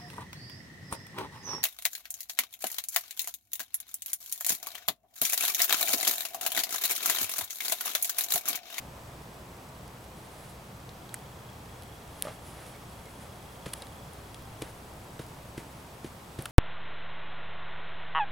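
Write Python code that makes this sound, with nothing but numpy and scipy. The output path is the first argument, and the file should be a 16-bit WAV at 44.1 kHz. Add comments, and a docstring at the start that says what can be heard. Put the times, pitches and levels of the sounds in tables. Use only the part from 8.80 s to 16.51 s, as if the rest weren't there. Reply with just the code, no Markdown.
"""Rubber bands slip and snap on a watermelon's rind as a shoe pushes and then kicks it on a dry lawn.
Each snap is a jerk that rings briefly; each kick is a scuff and a dull thud in the flesh.
The foot steps back into crackling grass, and trousers and a plastic bag rustle.
Behind it lie a bird, light wind, far traffic, a low hum and a camera's faint whirr and whine."""
import sys
import numpy as np
from scipy import signal
from scipy.fft import rfft, irfft, next_fast_len
from scipy.io import wavfile
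from scipy.ndimage import map_coordinates

SR = 44100
rng = np.random.default_rng(int(sys.argv[2]) if len(sys.argv) > 2 else 0)


def wav_out(sig):
    """Save sig, one row per channel (or a flat mono array), as 16-bit PCM at SR to the path in sys.argv[1]."""
    wavfile.write(sys.argv[1], SR, np.round(np.clip(np.atleast_2d(sig).T, -1, 1) * 32767).astype(np.int16))


N = 340011

# The bands slipping. Each row: time in seconds, rind knock in dB and Hz, band slap in dB and Hz,
# bright tick in dB and Hz, burr of noise in dB compared with the jerk.
BAND_SNAPS = [(2.0923, -32, 1800, -15, 3850, -30, 10000, -8), (2.2926, -30, 1800, -16, 3660, -27, 9800, -1),
              (2.3423, -0.5, 1820, -11, 7000, 0.5, 10000, -13),
              (2.3448, -7, 1800, -14.5, 4200, -9.5, 7900, 0.5),
              (3.023, -30, 1800, -20, 3500, -20, 10000, -9), (3.035, -30, 1800, -23, 3500, -21, 10800, -9),
              (3.4235, -20, 2300, 1, 3300, 6.5, 10300, -20), (4.8592, -14, 1400, -13, 2900, -26, 9800, -11),
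              (4.9341, -9, 1300, -8.5, 2900, -14, 9800, 3), (4.9364, -8, 1190, -5, 4500, -1, 9500, -26),
              (4.938, -6, 1900, -8, 3200, -5.5, 9300, -10),
              (5.0214, -16.5, 1900, -19.5, 4100, -24, 8800, 9.5),
              (5.0695, -17, 1800, -18, 3500, -20.5, 9900, -6),
              (5.3345, -30, 1800, -33, 3500, -19, 9500, -10), (5.545, -27, 1800, -15, 3480, -24, 9200, 4.5),
              (5.8219, -17, 1600, -7.5, 3700, -8.5, 9350, -9),
              (6.393, -13.5, 1490, -19.5, 2980, -32, 9800, 3),
              (6.780, -5.5, 1890, -22, 3000, -17, 9800, -8), (7.6235, -17, 2200, -23, 3300, -9, 10500, -16),
              (7.6565, -0.5, 1440, -3.5, 2940, -6.5, 9300, -7), (7.6588, 0, 1440, -7, 3070, -16, 10200, 1)]


def rubber_bands(knock_width=680, slap_width=1900, tick_width=2900, burr_t60=0.016, burr_rise_s=0.0018):
    """Each snap is a sharp jerk inside a brief burr of noise that swells and fades; three tones ring."""
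    out, lead = np.zeros(N), SR // 100
    t = np.arange(-lead, SR // 25) / SR
    for s, knock_db, knock_hz, slap_db, slap_hz, tick_db, tick_hz, burr_db in BAND_SNAPS:
        burr = rng.standard_normal(len(t)) * amp(-60 * np.maximum(t / burr_t60, -t / burr_rise_s))
        jerk = (t == 0) + amp(burr_db) * burr / np.linalg.norm(burr)
        body = lambda f: (amp(knock_db) * resonance(f, knock_hz, knock_width)
                          + amp(slap_db) * resonance(f, slap_hz, slap_width)
                          + amp(tick_db) * resonance(f, tick_hz, tick_width))
        add(out, s - lead / SR, filtered(jerk, body))
    return out


# The ringing of the flesh, and of the toe on the rind.
# Each row: base pitch in Hz, relative level in dB, seconds to fade by 60 dB (called t60).
FLESH_TONES = [(141, -6.5, 0.074), (177, -10.5, 0.06)]
TOE_TONES = [(265, 1, 0.031), (353, 4.5, 0.022)]
# The shoe rubbing the rind. 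Each row: frequency in Hz, relative level in dB.
SCUFF_SPECTRUM = [(200, 4), (600, 1.5), (2500, 1), (6000, -8), (10000, -6.5), (15000, -22)]
# The shoe hitting the melon. Each row: time in seconds, thud in dB, toe knock in dB,
# toe pitch multiplier, scuff in dB, rebound scuff in dB.
MELON_KICKS = [(4.8631, -24, -27.5, 1.2, -41, -49.5), (5.8205, -22, -23.5, 1.22, -38.5, -55),
               (6.3954, -25.5, -28.5, 1.27, -45, -51.5), (6.7790, -25.5, -26, 0.91, -42.5, -52),
               (7.2459, -27.5, -24, 0.9, -45.5, -51.5), (7.5901, -19.5, -24.5, 0.93, -41.5, -50)]


def kicks(attack_s=0.0023, lead_s=0.0039, scuff_s=0.0041, rebound_delay_s=0.013, rebound_s=0.0072):
    """The toe scuffs the rind, thuds into the flesh and scuffs again on the rebound."""
    thuds, rubbing, t = np.zeros(N), np.zeros(N), np.arange(SR // 4) / SR
    swell = lambda peak_s: t / peak_s * np.exp(1 - t / peak_s)
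    for s, thud_db, toe_db, pitch, scuff_db, rebound_db in MELON_KICKS:
        blow = amp(thud_db) * ring(FLESH_TONES, t) + amp(toe_db) * ring(TOE_TONES, t, pitch)
        add(thuds, s, -blow * (1 - np.exp(-t / attack_s)))
        add(rubbing, s - lead_s, amp(scuff_db) * swell(scuff_s))
        add(rubbing, s + rebound_delay_s, amp(rebound_db) * swell(rebound_s))
    return thuds + rubbing * noise(SCUFF_SPECTRUM, grain_db=1)


def settling(delay_s=0.022):
    """A loudness curve: after each kick the leg recoils and the melon settles in the grass."""
    return together(amp(scuff_db) * surge(s + delay_s, rise=0.02, fall=0.054)
                    for s, _, _, _, scuff_db, _ in MELON_KICKS)


# The sole landing. Each row: start in seconds, level in dB.
SOLE_LANDINGS = [(3.4519, -28.5), (3.4705, -26.5), (3.4835, -29.5)]
# The sole's hollow knock. Each row: pitch in Hz, relative level in dB, seconds to fade by 60 dB.
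SOLE_TONES = [(370, -9, 0.021), (578, 2.5, 0.024), (780, -19, 0.018), (1190, -3.5, 0.022)]
# A foot pressing the grass. Each row: time of full weight in seconds, level in dB, rise in seconds.
GRASS_PRESSES = [(3.448, -47.5, .016), (3.495, -45, 0.033), (3.815, -52, 0.074), (3.95, -54, 0.016),
                 (4.26, -59, 0.076), (4.45, -54, 0.041), (5.03, -48, 0.015)]
# Dry grass crackling. Each row: frequency in Hz, relative level in dB.
GRASS_SPECTRUM = [(150, -11), (550, 8.5), (1250, 1), (2000, -1), (3500, -10.5), (6500, -16), (10000, -24),
                  (15000, -30)]


def footsteps(attack_s=0.00058, crunch_db=-8, crunch_t60=0.006, settle_db=-14):
    """The sole lands in hollow knocks, each with a crunch; grass crackles as weight shifts."""
    knocks, t = np.zeros(N), np.arange(SR // 10) / SR
    presses = [amp(db) * surge(s, rise, fall=0.72 * rise) for s, db, rise in GRASS_PRESSES]
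    crushing = together(presses + [amp(settle_db) * settling()])
    for s, db in SOLE_LANDINGS:
        add(knocks, s, amp(db) * ring(SOLE_TONES, t) * (1 - np.exp(-t / attack_s)))
        add(crushing, s, amp(db + crunch_db - 60 * t / crunch_t60))
    return knocks + crushing * noise(GRASS_SPECTRUM, grain_db=4)


# A leg or arm swinging. Each row: time of top speed in seconds, level in dB, rise in seconds.
LIMB_SWINGS = [(1.51, -61, .13), (1.67, -57, .04), (2.35, -65, .04), (3.46, -54, 0.07),
               (3.685, -53.5, 0.032), (3.84, -55.5, .07), (4.23, -64, 0.12), (4.42, -59.5, .05),
               (4.95, -58.5, .07)]
# The bag and trousers crinkling. Each row: frequency in Hz, relative level in dB.
CRINKLE_SPECTRUM = [(1000, -6), (4000, -7), (6500, -12), (9000, -5), (10300, -2), (12000, -9.5),
                    (15500, -30)]


def rustle(still_db=-75, balancing_db=-66, settle_db=-19, clump_db=1.8, ticks_per_s=4, tick_db=-28):
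    """Thin plastic and cloth crinkle in clumps as the body moves; now and then a crease ticks."""
    swings = [amp(db) * surge(s, rise, fall=rise) for s, db, rise in LIMB_SWINGS]
    balancing = amp(balancing_db) * surge(3.8, rise=0.74, fall=np.inf)  # standing on one leg
    motion = together(swings + [amp(still_db), balancing, amp(settle_db) * settling()])
    crinkle = motion * amp(clump_db * wobble(40)) * noise(CRINKLE_SPECTRUM, grain_db=1)
    creases = (rng.random(N) < ticks_per_s / SR) * amp(tick_db + 2.5 * rng.standard_normal(N))
    ticks = filtered(creases, lambda f: resonance(f, 5500, 4000) + resonance(f, 9300, 4000))
    return crinkle + ticks


# A far bird. Each row: middle of the chirp in seconds, pitch in Hz, level in dB.
BIRD_CHIRPS = [(3.953, 2220, -58), (4.272, 2130, -56)]


def bird(rise_s=0.015, glide_hz=40):
    """Two faint short chirps, each sliding from just above its pitch to just below."""
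    t, out = np.arange(N) / SR, np.zeros(N)
    for s, hz, db in BIRD_CHIRPS:
        progress = (t - s) / rise_s
        phase = 2 * np.pi * np.cumsum(hz - glide_hz * np.tanh(progress)) / SR
        out += amp(db) * np.exp(-progress ** 2 / 2) * np.sin(phase + 0.7 * wobble(120))
    return out


def garden_echo(x, echo_db=-16.5, t60=0.16):
    """Ground and shrubs add a weak, short echo to the sound, different in each ear."""
    t = np.arange(SR // 5) / SR
    tail = rng.standard_normal((2, len(t))) * amp(-60 * t / t60)
    echo = signal.fftconvolve(x[None], tail / np.linalg.norm(tail[0]), axes=1)[:, :N]
    return x + amp(echo_db) * shaped(echo, [(150, -11), (900, 8), (3500, -41), (9000, -23)])


# Wind and far traffic: their hiss and their rumble. Each row: frequency in Hz, relative level in dB.
AIR_SPECTRUM = [(150, -6.5), (250, -2.5), (420, -3), (700, -3), (950, -4.5), (1250, -8.5), (1450, -12),
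                (2130, -15), (3100, -17.5), (4500, -20), (8000, -22.5), (15500, -25.5)]
RUMBLE_SPECTRUM = [(20, -15), (47, -45), (62, 2), (88, 5), (105, 1), (135, 4), (200, -0.5), (300, -15),
                   (450, -36.5)]


def wind_and_traffic(air_db=-49.5, rumble_db=-51.5, gust_db=-55):
    """Steady wind and far traffic, with one soft gust buffeting the microphone."""
    air = amp(air_db + 0.21 * wobble(4.7)) * all_around(AIR_SPECTRUM)
    rumble = amp(rumble_db - 0.35 * wobble(4.9)) * all_around(RUMBLE_SPECTRUM)
    buffeting = noise([(20, -2), (45, -4), (90, 1), (300, -28), (1000, -100)])
    gust = amp(gust_db) * surge(5.74, rise=0.22, fall=0.35) * buffeting
    return air + rumble + gust


# How much the two ears differ. Each row: frequency in Hz, side level compared with mid in dB.
STEREO_WIDTH = [(60, -34), (110, -30), (200, -15), (380, -9), (700, -7.5), (1290, -2), (2380, -2),
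                (4400, -4.5), (8120, -9), (15000, -67)]


def all_around(spectrum):
    """Stereo noise: alike in both ears in the bass and treble, wide in between."""
    mid = noise(spectrum)
    side = shaped(noise(spectrum), STEREO_WIDTH)
    return np.array([mid + side, mid - side])


# The tones of a low hum. Each row: pitch in Hz, level in dB.
HUM_TONES = [(59.4, -59), (118.8, -58.5), (178, -74)]


def hum(waver_db=1.2):
    """Three low tones, each wavering a little in level and pitch."""
    t, out = np.arange(N) / SR, np.zeros(N)
    for hz, db in HUM_TONES:
        peak = amp(db + waver_db * wobble(2.71)) * np.sqrt(2)
        out += peak * np.sin(2 * np.pi * hz * t + 0.81 * wobble(4.3))
    return out


def lens_motor(on_s=2.2877, off_s=5.2, running_db=-67.5, idle_db=-77, steps_per_s=30, t60=0.056):
    """The camera's small motor steps along, harder for a few seconds; each step rings its housing."""
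    since_step = (np.arange(N) / SR - on_s) % (1 / steps_per_s)
    steps = amp(-60 * since_step / t60) * rng.standard_normal(N)
    housing = unit(filtered(steps, lambda f: resonance(f, hz=3320, width=220)))
    running = amp(running_db) * surge(on_s, rise=0.058, fall=0.61, hold=off_s - on_s)
    return together([running, amp(idle_db)]) * housing


def whine(hz=7866, width=80, db=-74):
    """The camera's electronics give a thin, fuzzy whine."""
    return amp(db) * unit(filtered(rng.standard_normal(N), lambda f: resonance(f, hz, width)))


def amp(db):
    """Turn decibels into a multiplier."""
    return 10 ** (np.asarray(db) / 20)


def unit(x):
    """Scale a sound to an average (rms) level of 1."""
    return x / np.sqrt(np.mean(x ** 2) + 1e-20)


def add(track, s, sound):
    """Mix a sound into a track, starting at s seconds."""
    start = round(s * SR)
    track[start:start + len(sound)] += sound[:len(track) - start]


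def together(levels):
    """The level of several unrelated sounds at once."""
    return np.sqrt(sum(level ** 2 for level in levels))


def surge(peak_s, rise, fall, hold=0):
    """A rounded loudness curve: it reaches 1 at peak_s, holds, then falls. Times are in seconds."""
    t = np.arange(N) / SR - peak_s
    return np.exp(-0.5 * (np.minimum(t, 0) / rise + np.maximum(t - hold, 0) / fall) ** 2)


def wobble(rate):
    """A smooth curve through `rate` random points a second."""
    points = rng.standard_normal(int(N * rate / SR) + 4)
    return map_coordinates(points, [np.arange(N) * rate / SR])


def filtered(x, response):
    """Multiply each frequency in x by response(frequency)."""
    n = x.shape[-1]
    padded = next_fast_len(n + 4096)
    return irfft(rfft(x, padded) * response(np.fft.rfftfreq(padded, 1 / SR)), padded)[..., :n]


def shaped(x, spectrum):
    """Filter x with a curve drawn through (Hz, dB) points."""
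    hz, db = np.transpose(spectrum)
    return filtered(x, lambda f: amp(np.interp(np.log(f + 1), np.log(hz + 1), db)))


def resonance(f, hz, width):
    """A filter that rings at hz, `width` Hz wide, applied twice for steeper sides."""
    return (1j * f * width / (hz * hz - f * f + 1j * f * width)) ** 2


def ring(tones, t, pitch=1):
    """The fading tones of a struck object, balanced a little differently at each blow."""
    return sum(amp(db + rng.normal(0, 1) - 60 * t / t60) * np.sin(2 * np.pi * hz * pitch * t)
               for hz, db, t60 in tones)


def noise(spectrum, grain_db=0):
    """Shaped noise at level 1; grain_db breaks it into crackles of uneven size."""
    grains = rng.standard_normal(N) * amp(grain_db * wobble(1500))
    return unit(shaped(grains, spectrum))


def scene():
    """The melon and the feet in the middle, the neighbourhood all around."""
    middle = rubber_bands() + kicks() + footsteps() + rustle() + bird()
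    return garden_echo(middle) + wind_and_traffic() + hum()


def record(dry):
    """The camera adds its own faint noises and cuts off the highest treble."""
    return filtered(dry + lens_motor() + whine(), lambda hz: hz < 15900)


dry = scene()
out = record(dry)
wav_out(out)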